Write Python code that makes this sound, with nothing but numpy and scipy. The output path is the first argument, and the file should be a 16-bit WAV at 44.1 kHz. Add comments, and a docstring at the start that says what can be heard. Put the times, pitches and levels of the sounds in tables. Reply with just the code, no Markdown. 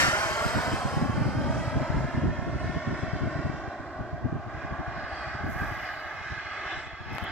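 """A bright jet roar comes first; within a second it dulls and sinks as the jet flies off over an open field.
Far off the roar swells and brightens again in bursts, while its highest treble keeps fading. It is filtered
noise mixed with its own ground reflection, so a comb of notches climbs as the jet sinks to the horizon.
A faint turbine whine of wavering sines rides on top. Wind noise buffets two microphone ports in swells, with a
few deep shudders. Twice filtered noise rustles, short snaps crackle near the end, and a noise bed is the field."""
import sys
import numpy as np
from scipy import signal
from scipy.fft import rfft, irfft, next_fast_len
from scipy.io import wavfile
from scipy.ndimage import uniform_filter1d

SR = 44100
rng = np.random.default_rng(int(sys.argv[2]) if len(sys.argv) > 2 else 0)


def inscribe(sig):
    """Save sig as 16-bit PCM at rate SR to the path in sys.argv[1].

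    A 1-D sig is mono; a 2-D sig holds one channel per row.
    Samples are clipped to [-1, 1] before scaling.
    """
    pcm = np.round(np.clip(np.atleast_2d(sig).T, -1, 1) * 32767)
    wavfile.write(sys.argv[1], SR, pcm.astype(np.int16))


N = 322573
TIME = np.arange(N) / SR  # seconds


# Registers of the roar: low roar, upper roar, edge and hiss.
# Each row: low edge in Hz, high edge in Hz, gain in dB, dB per dB of brightness, dB per dB of deep roar.
ROAR_REGISTERS = [(556, 1195, -7, -0.2942, 0.62), (1280, 1797, 2, 0.32, -0.13), (1770, 1997, 1, 0.5721, 0),
                  (2650, 3590, -2, 1.0474, -0.27)]
# Relative colour of the roar, with fixed bumps and hollows. Each row: frequency in Hz, level in dB.
ROAR_COLOUR = [(100, -26), (230, -13), (330, -4.5), (450, -10.5), (620, 3.5), (790, -1.5), (880, -1),
               (980, -4.5), (1100, -2), (1210, -6.5), (1300, -3), (1420, -2.5), (1580, -1.5), (1820, -2.5),
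               (2100, -5), (2250, -9.5), (2450, -11.5), (3500, -15.5), (4900, -14.5), (6400, -19),
               (8300, -19), (9800, -27), (12500, -29.5), (15500, -39)]
# The deepest jet noise swells, then drops back. Each row: time in seconds, level in dB.
DEEP_ROAR = [(0, -2), (1.4, 1), (2.6, 5), (3.5, 5.5), (4.6, 0), (5.4, -6.5), (7.3, -1.5)]
# The roar as it arrives.
# Each row: time in seconds, loudness in dB, brightness in dB (both feed the registers).
FLIGHT_CURVE = [(0, -24.5, -5), (.07, -26.5, -8.5), (.14, -28, -13.5), (.4, -28.5, -15.5), (.6, -30, -15.5),
                (.67, -30, -17.5), (.75, -31.5, -15.5), (.92, -34, -16), (1.1, -36, -18.5),
                (1.9, -36, -16.5), (2.4, -40, -17.5), (2.68, -42.5, -14), (2.92, -39, -13.5),
                (3.2, -40, -13), (3.7, -41, -18.5), (4.35, -44.5, -25), (4.6, -39.5, -19.5),
                (4.85, -37, -23), (5.27, -36, -19), (5.5, -37.5, -22), (5.62, -34, -21),
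                (5.88, -37.5, -15.5), (6.02, -37.5, -18.5), (6.24, -38.5, -15.5), (6.33, -40.5, -11),
                (6.48, -40, -12.5), (6.72, -35, -13.5), (6.88, -42.5, -12.5), (7.03, -45.5, -12),
                (7.15, -38, -13), (7.26, -36.5, -13.5), (7.31, -38.5, -9.5)]
FRAME = 2048  # samples


def exhaust(flutter_db=0.44, patchy_db=3.0, deep_hz=480):
    """Turbulent jet noise, dulled by distance, combed by the ground and stirred by moving air."""
    overlap = FRAME * 3 // 4
    hz, t, white = signal.stft(rng.standard_normal((2, N)), SR, nperseg=FRAME, noverlap=overlap)
    f = hz[:, None]
    deep = along(DEEP_ROAR, t)
    field = gain_of(across(ROAR_COLOUR, f)) * air_loss(t, f) * ground_comb(t, f)
    field = field * gain_of(deep / (1 + (f / deep_hz) ** 8))
    field = field * register_balance(field, hz, t, deep)
    # air turbulence makes the sound twinkle, the treble most
    patches = uniform_filter1d(rng.standard_normal(field.shape), size=6, axis=0)
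    patches = evened(uniform_filter1d(patches, size=16, axis=1))
    twinkle_db = flutter_db * drift(t, 8.4) + patchy_db * np.tanh(patches)
    twinkle_db = twinkle_db * np.clip(f / 2000, 0, 4) ** .5
    roar = at_ports(t, f, *white) * field * case_colour(t, f) * surges(t, f) * gain_of(twinkle_db)
    return signal.istft(roar, nperseg=FRAME, noverlap=overlap)[1][:, :N]


def register_balance(field, hz, t, deep):
    """Each register of the roar swells and fades by its own measure; gains steer each to its level."""
    loudness, brightness = along(FLIGHT_CURVE, t), along(FLIGHT_CURVE, t, axis=2)
    centres, gains_db = [], []
    for low, high, db, by_brightness, by_deep in ROAR_REGISTERS:
        wanted_db = loudness + db + by_brightness * brightness + by_deep * deep
        present = (field[(hz > low) & (hz < high)] ** 2).sum(0) / len(hz)
        gains_db.append(wanted_db - 10 * np.log10(present))
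        centres.append(np.log(low * high) / 2)
    # blend smoothly from register to register at each moment
    rows = [np.interp(np.log(hz + 1), centres, moment) for moment in np.transpose(gains_db)]
    return gain_of(np.transpose(rows))


# Treble lost in the air on the way. Each row: time in seconds, loss in dB at 10 kHz.
AIR_LOSS = [(0, 4.5), (.5, 3), (1, 5.5), (2, 12), (3, 18.5), (4.2, 22), (5.2, 29), (6.3, 35), (7.3, 49)]


def air_loss(t, hz):
    """Absorption in air grows with the square of frequency."""
    return gain_of(-along(AIR_LOSS, t) * (hz / 10 ** 4) ** 2)


# How strongly the grass reflects. Each row: frequency in Hz, reflected share from 0 to 1.
GRASS_REFLECTION = [(300, 0.69), (750, 0.41), (1150, 0.72), (1500, 0.46), (1850, 0.43), (2300, 0.55),
                    (3200, 0.47), (4500, 0.39), (9000, 0.21)]
# delay of the reflection: far-off base, extra when close, steady shortening as the jet descends
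LAG_FAR_MS, LAG_OVERHEAD_MS, SINK_MS_PER_S = 2.54, 2.485, 0.043


def ground_comb(t, hz, turn=1.61):
    """Direct sound plus a late copy, which the soft grass shifts in phase by turn radians."""
    lag = (LAG_FAR_MS + LAG_OVERHEAD_MS * nearness(t) - SINK_MS_PER_S * t) / 10 ** 3
    share = np.clip(across(GRASS_REFLECTION, hz), 0, 1)
    return abs(1 + share * np.exp(-1j * (2 * np.pi * hz * lag + turn)))


RECEDE_S = 1.043  # the angle to the jet settles this fast as it flies off


def nearness(t):
    """Starts at 1 with the jet high and close, falling towards 0 as it recedes to the horizon."""
    return np.exp(-t / RECEDE_S)


# One register of the roar swells or sinks for a moment.
# Each row: middle in seconds, length in seconds, centre in Hz, width in octaves, change in dB.
REGISTER_SURGES = [(0.035, 0.15, 1700, .5, 5), (1.585, .12, 7540, 1.2, 6), (1.8, 0.28, 7500, 0.55, -2.5),
                   (2.45, 0.18, 7500, 1, 3.5), (2.97, 0.8, 2090, .16, 8.5), (3.6, .3, 5700, .5, 4.5),
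                   (4.98, 0.16, 4200, 1, 4), (5.2, 0.26, 4550, 0.28, 10.5), (5.25, .35, 7900, 0.21, 5),
                   (5.353, 0.091, 4930, .3, 5), (5.28, 0.19, 1650, .7, 2.5), (5.623, 0.18, 1500, .4, 5.5),
                   (5.89, 0.061, 1700, .7, 4), (5.88, 0.089, 4800, .4, 6), (5.985, 0.083, 4500, .4, 6),
                   (6.263, 0.099, 4500, 1.5, -2), (6.61, 0.098, 5200, 0.56, -5),
                   (6.723, 0.056, 3300, .7, 8.5), (6.787, 0.043, 3300, 0.86, 5), (6.82, .15, 8300, .7, 12),
                   (6.88, .08, 3200, .5, 2), (7.265, 0.078, 3330, 0.21, 14), (7.27, 0.12, 5200, .45, -6)]


def surges(t, hz):
    """Brief swells and dips of one register of the roar."""
    octave = np.log2(hz + 1)
    change_db = 0
    for s, length, centre, width, db in REGISTER_SURGES:
        change_db = change_db + db * swell(t, s, length) * swell(octave, np.log2(centre), width)
    return gain_of(change_db)


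# Bumps and hollows from the recorder's case, before the angle shifts and scales them.
# Each row: centre in Hz, width in Hz, height in dB.
CASE_BUMPS = [(1890, 740, -8), (3135, 200, 11), (3570, 140, -7), (5150, 540, 7.5), (5660, 250, -3),
              (10900, 500, 6.5), (13000, 1300, 12)]
# How the angle to the jet alters them. Each row: time in seconds, share of the height, factor on the centre.
CASE_BY_ANGLE = [(0, 0.63, 1), (.6, 0.75, 1), (1.4, 0.82, 1.007), (2.6, 0.37, 1.07), (5.3, 0.2, 1.04),
                 (6.1, 0.27, 0.94), (6.75, 0.52, 1.12), (7.3, 0.59, 0.98)]


def case_colour(t, hz):
    """Bumps and hollows from diffraction round the recorder; they slide as the angle to the jet changes."""
    shift = along(CASE_BY_ANGLE, t, axis=2)
    bumps = sum(db * swell(hz, centre * shift, width) for centre, width, db in CASE_BUMPS)
    return gain_of(along(CASE_BY_ANGLE, t) * bumps)


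# How the two ports differ.
# Each row: frequency in Hz, likeness from 0 to 1, left lead in radians, left minus right in dB.
PORT_DIFFERENCES = [(500, 1, 0, 0.5), (760, 1, 0.23, -1.5), (1480, 0.93, 0.4, -2.5), (2500, 0.69, -0.5, -1),
                    (3040, 0.73, -0.5, 3), (3810, 0, -0.5, 0), (3740, 1, 0.9, 8.5), (4250, 0.63, -3, -2.5),
                    (5760, 0.2, -3, 6.5), (7440, 0.3, -4, 6.5), (8900, 0.6, -5, 3.5),
                    (13300, 0.4, -1.5, -1.5)]
LEAD_MS = .16  # extra lead of the left port at full nearness


def at_ports(t, hz, a, b):
    """Two noise fields become one partly coherent sound at the left and right ports."""
    same = np.clip(across(PORT_DIFFERENCES, hz), 0, 1)
    lead = across(PORT_DIFFERENCES, hz, axis=2) + 2 * np.pi * hz * LEAD_MS * nearness(t) / 10 ** 3
    side = gain_of(across(PORT_DIFFERENCES, hz, axis=3) / 2)
    right = same * a + np.sqrt(1 - same ** 2) * b
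    return np.array([a * side, right * np.exp(-1j * lead) / side])


# Turbine speed before it wavers. Each row: time in seconds, shaft frequency in Hz.
SHAFT_SPEED = [(0, 1777), (1.3, 1792), (2.3, 1787), (3.2, 1824), (4.3, 1850), (7.3, 1770)]
# Strength of the whine that all harmonics share. Each row: time in seconds, level in dB.
WHINE_LEVEL = [(1.5, -94), (2.3, -38.5), (3.1, -37), (3.8, -68.5), (5, -46), (7.3, -57)]
# The harmonics. Each row: multiple of the shaft speed, level in dB relative to the whine's strength.
WHINE_HARMONICS = [(1, -11), (3, -20), (6, -47)]


def turbine(waver=0.0013, fading_db=3):
    """A few shaft harmonics that waver and fade in and out on their way through the air."""
    t = TIME[::100]
    hz = np.interp(TIME, t, along(SHAFT_SPEED, t) * (1 + waver * drift(t, 25)))
    turns = np.cumsum(hz) / SR
    out = np.zeros((2, N))
    for order, db in WHINE_HARMONICS:
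        level_db = np.interp(TIME, t, along(WHINE_LEVEL, t) + db + fading_db * drift(t, 13))
        lead = np.array([[0], [across(PORT_DIFFERENCES, order * hz.mean(), axis=2)]])
        tone = np.sin(2 * np.pi * order * turns - lead)
        out += gain_of(level_db) * air_loss(TIME, order * hz) * tone
    return out


# Relative strength of the wind between the gusts. Each row: time in seconds, level in dB.
BREEZE_LEVEL = [(0, -31), (.2, -39.5), (.8, -36), (1.15, -29), (2.1, -35.5), (3.45, -36.5), (3.8, -47),
                (4.3, -38.5), (5.25, -42), (5.6, -35.5), (5.9, -48.5), (6.95, -47), (7.3, -41.5)]
# Gusts that thump the ports.
# Each row: middle in seconds, level in dB, length in seconds, left minus right in dB.
GUSTS = [(0.035, -30, 0.025, 0), (0.058, -29, 0.0072, 11.5), (0.085, -26, 0.013, 1),
         (0.462, -24.5, 0.015, -2.5), (0.569, -22, 0.02, -4), (0.595, -29.5, 0.02, -4),
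         (0.682, -28, 0.0092, -2.5), (0.734, -23.5, 0.023, 1), (0.859, -22.5, 0.013, -5.5),
         (0.975, -20.5, 0.013, 0), (1.022, -20, 0.013, 0.5), (1.057, -24.5, 0.0081, 5),
         (1.099, -22.5, 0.012, -3), (1.17, -30.5, 0.028, -1.5), (1.216, -21.5, 0.021, -2.5),
         (1.257, -29, 0.0085, -11), (1.287, -23.5, 0.012, -0.5), (1.397, -26, 0.056, 2),
         (1.47, -28.5, 0.033, 5.5), (1.505, -23.5, 0.0092, -2), (1.576, -28.5, 0.066, -1),
         (1.679, -25.5, 0.013, -4), (1.737, -33.5, 0.042, 12), (1.827, -32.5, 0.022, 8.5),
         (1.904, -23.5, 0.008, 9), (1.949, -24.5, 0.016, 3.5), (1.978, -23.5, 0.024, 0.5),
         (2.047, -23.5, 0.013, 3), (2.184, -22.5, 0.014, -8.5), (2.242, -22.5, 0.032, 2),
         (2.285, -25.5, 0.051, -3.5), (2.392, -26.5, 0.007, -13), (2.49, -28, 0.029, -0.5),
         (2.559, -25.5, 0.021, -1.5), (2.645, -29, 0.022, -4.5), (2.677, -28.5, 0.013, 4.5),
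         (2.7, -25.5, 0.0097, 5), (2.766, -25, 0.019, -0.5), (2.877, -25.5, 0.016, -7),
         (2.926, -28.5, 0.036, -2), (3.036, -23.5, 0.012, 2), (3.136, -23, 0.0059, 4),
         (3.234, -24.5, 0.03, 5.5), (3.274, -27, 0.019, 3), (3.396, -27.5, 0.014, -5.5),
         (3.461, -26, 0.021, 3.5), (3.498, -22, 0.0048, 10), (3.683, -32.5, 0.013, 2),
         (4.009, -30, 0.024, 0.5), (4.136, -27.5, 0.0097, 3), (4.257, -21, 0.017, 1.5),
         (4.327, -22.5, 0.008, -3.5), (4.36, -28, 0.016, 0.5), (4.8, -30.5, 0.016, 3),
         (5.444, -29.5, 0.017, -2), (5.487, -30.5, 0.025, -1), (5.562, -33, 0.016, -7.5),
         (5.617, -40, 0.015, 0.5), (5.684, -39, 0.014, 2), (5.721, -31, 0.012, 5), (6.325, -33.5, 0.018, 0),
         (7.122, -32.5, 0.021, 7), (7.229, -31, 0.016, 11.5)]
# Colour of wind on a port. Each row: frequency in Hz, dB in a light breath of air, dB in a strong gust.
WIND_COLOUR = [(15, -27.5, -29), (30.7, -17, -21), (63, 6, -7), (131.3, -1.5, 3), (184, -16, -5),
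               (258, -17, -4.5), (387, -10.5, -16), (505, -26.5, -24.5), (900, -37.5, -36.5),
               (2500, -55, -56.5), (8000, -76, -82)]
# small eddies carried by the wind, level relative to it
EDDIES_PER_S, EDDY_S, EDDY_DB, EDDY_SPREAD_DB = 15, 0.017, 3, 2.5


def wind(calm_db=-6, lumpy_db=3.5, steadiness=0.68, strong_db=-36.0, flutter_db=0.94, wake_db=-19, wake_s=0.03):
    """Each port rumbles on its own: a lumpy flow, and short swells of pressure as eddies pass."""
    t = TIME[::20]
    flow = gain_of(calm_db + lumpy_db * np.array([drift(t, 30), drift(t, 30)])) ** 2
    eddies = rng.standard_normal((int(t[-1] * EDDIES_PER_S) + 1, 4))
    for k, (late, size, left_size, right_size) in enumerate(eddies):
        s = (k + late / np.pi) / EDDIES_PER_S
        db = EDDY_DB + EDDY_SPREAD_DB * (size + np.array([[left_size], [right_size]]))
        flow = flow + gain_of(db) ** 2 * swell(t, s, EDDY_S)
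    power = flow * gain_of(along(BREEZE_LEVEL, t)) ** 2
    for s, db, length, pan_db in GUSTS:
        wake = gain_of(wake_db) ** 2 * swell(t, s + wake_s / 2, wake_s)  # each gust trails weaker churning
        power = power + (panned(pan_db) * gain_of(db)) ** 2 * (swell(t, s, length) + wake)
    power = np.array([np.interp(TIME, t, p) for p in power])
    # each eddy breaks into smaller ones
    flutter = np.array([np.interp(TIME, t, drift(t, 110)) for _ in power])
    power = power * gain_of(flutter_db * flutter) ** 2
    # faster air sheds smaller eddies, so strong gusts are brighter
    sustained = uniform_filter1d(power, size=4000)
    strong = sustained / (sustained + gain_of(strong_db) ** 2)
    churn = np.sqrt(1 - strong) * noise(WIND_COLOUR) + np.sqrt(strong) * noise(WIND_COLOUR, axis=2)
    # the strength of the flow, more than chance, sets the size of each push
    chance = uniform_filter1d(uniform_filter1d(churn ** 2, size=700), size=500) + 1e-9
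    return evened(churn / chance ** (steadiness / 2)) * np.sqrt(power)


# The largest eddies. Each row: middle in seconds, level in dB, length in seconds.
LARGEST_EDDIES = [(1.993, -27, 0.13), (2.27, -28, 0.082), (5.624, -40, 0.31)]
# Their relative colour. Each row: frequency in Hz, level in dB.
SHUDDER_COLOUR = [(15, -22), (35, 0), (58, -2), (90, -3), (150, -30), (500, -68), (4000, -110)]


def deep_gusts():
    """The largest eddies shake the ports with a deep, slow shudder."""
    shape = sum(gain_of(db) * swell(TIME, s, length) for s, db, length in LARGEST_EDDIES)
    return shape * noise(SHUDDER_COLOUR)


# Soft rustles at the microphone. Each row: start of full strength in seconds, level in dB, hold in seconds,
# fade in dB per second, left minus right in dB, graininess in dB.
SOFT_RUSTLES = [(5.507, -53, 0.12, 31, -3.5, 2.6), (7.153, -60, 0.082, 352, 7, 3.5)]
# Their relative colour. 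Each row: frequency in Hz, level in dB.
RUBBING_COLOUR = [(1000, 14.5), (3000, -17), (6000, 3.5), (10000, -5), (12000, 1.5), (14500, 3),
                  (16000, -8)]
RUSTLE_RISE_DB_PER_S = 246


def rustle():
    """Grainy rubbing close to one port: it rises quickly, holds and fades."""
    grains = evened(uniform_filter1d(rng.standard_normal(N), size=90))
    level = 0
    for s, db, hold, fade, pan_db, grain_db in SOFT_RUSTLES:
        rise_db = -RUSTLE_RISE_DB_PER_S * np.maximum(s - TIME, 0)
        fade_db = -fade * np.maximum(TIME - s - hold, 0)
        level = level + panned(pan_db) * gain_of(db + rise_db + fade_db + grain_db * grains)
    return level * noise(RUBBING_COLOUR)


# Small snaps. Each row: time in seconds, push level in dB, crack level in dB.
SNAPS = [(7.1325, -46, -45), (7.15, -32, -40), (7.1835, -16.5, -36), (7.2275, -50, -47),
         (7.235, -50, -46.5), (7.241, -34, -34)]


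def snaps(pan_db=18, push_s=0.000085, crack_s=0.00068):
    """Each snap lands beside the left port: one quick push and pull of pressure, and a bright crack."""
    t, out = TIME[:240] - TIME[40], np.zeros((2, N))
    push = -t / push_s * np.exp(1 - abs(t) / push_s)
    for s, push_db, crack_db in SNAPS:
        bright = evened(np.diff(rng.standard_normal(len(t) + 1)))
        crack = bright * np.exp(-abs(t) / crack_s) * (t >= 0)
        snap = gain_of(push_db) * push + gain_of(crack_db) * crack
        start = round((s + t[0]) * SR)
        out[:, start:][:, :len(t)] += gain_of([[0], [-pan_db]]) * snap
    return out


# Relative colour of the still air of the field. Each row: frequency in Hz, level in dB.
FIELD_COLOUR = [(50, -4), (120, -4), (200, -16), (260, -10.5), (340, -2.5), (1000, -1), (3000, -9),
                (7000, -18.5), (10500, -41), (14000, -28.5), (16000, -36.5)]


def quiet_field(level_db=-59):
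    """The still air of the field: a steady bed of noise, unrelated left and right."""
    return gain_of(level_db) * noise(FIELD_COLOUR)


def gain_of(db):
    """Decibels to gain."""
    return 10 ** (np.asarray(db) / 20)


def evened(x):
    """Scales to an rms of 1."""
    return x / np.sqrt(np.mean(x ** 2) + 1e-20)


def panned(pan_db):
    """Left and right gains with a mean power of 1."""
    return evened(gain_of(np.array([[pan_db], [-pan_db]]) / 2))


def swell(t, s, length):
    """A bell of the given length around the point s, in time or in pitch."""
    return np.exp(-(2 * (t - s) / length) ** 2)


def drift(t, top_hz):
    """Slow random wandering of rms 1, a sum of sines that are weaker the faster they go."""
    rates = np.geomspace(top_hz / 10, top_hz, 20)
    return evened(sum(np.sin(2 * np.pi * (f * t + rng.random())) / np.sqrt(f) for f in rates))


def noise(colour, axis=1):
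    """Two unrelated channels of noise with the given spectrum, at a joint rms of 1."""
    size = next_fast_len(N)
    shape = gain_of(across(colour, np.fft.rfftfreq(size, 1 / SR), axis=axis))
    spectrum = rfft(rng.standard_normal((2, size))) * shape
    return evened(irfft(spectrum, size)[:, :N])


def along(rows, t, axis=1):
    """One column of a curve at the times t."""
    rows = np.array(rows, float)
    return np.interp(t, rows[:, 0], rows[:, axis])


def across(rows, hz, axis=1):
    """One column of a spectrum at the frequencies hz, read on a logarithmic scale."""
    rows = np.array(rows, float)
    return np.interp(np.log(hz + 1), np.log(rows[:, 0] + 1), rows[:, axis])


def scene():
    """The jet, the wind, the rustles, the snaps and the quiet field."""
    jet = exhaust() + turbine()
    return jet + wind() + deep_gusts() + rustle() + snaps() + quiet_field()


CUTOFF_HZ = 15750


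def record(dry):
    """The recorder's band limit: a steep lowpass."""
    lowpass = signal.firwin(511, CUTOFF_HZ, window=("kaiser", 9), fs=SR)
    return signal.oaconvolve(dry, lowpass[None], "same", axes=1)


dry = scene()
out = record(dry)
inscribe(out)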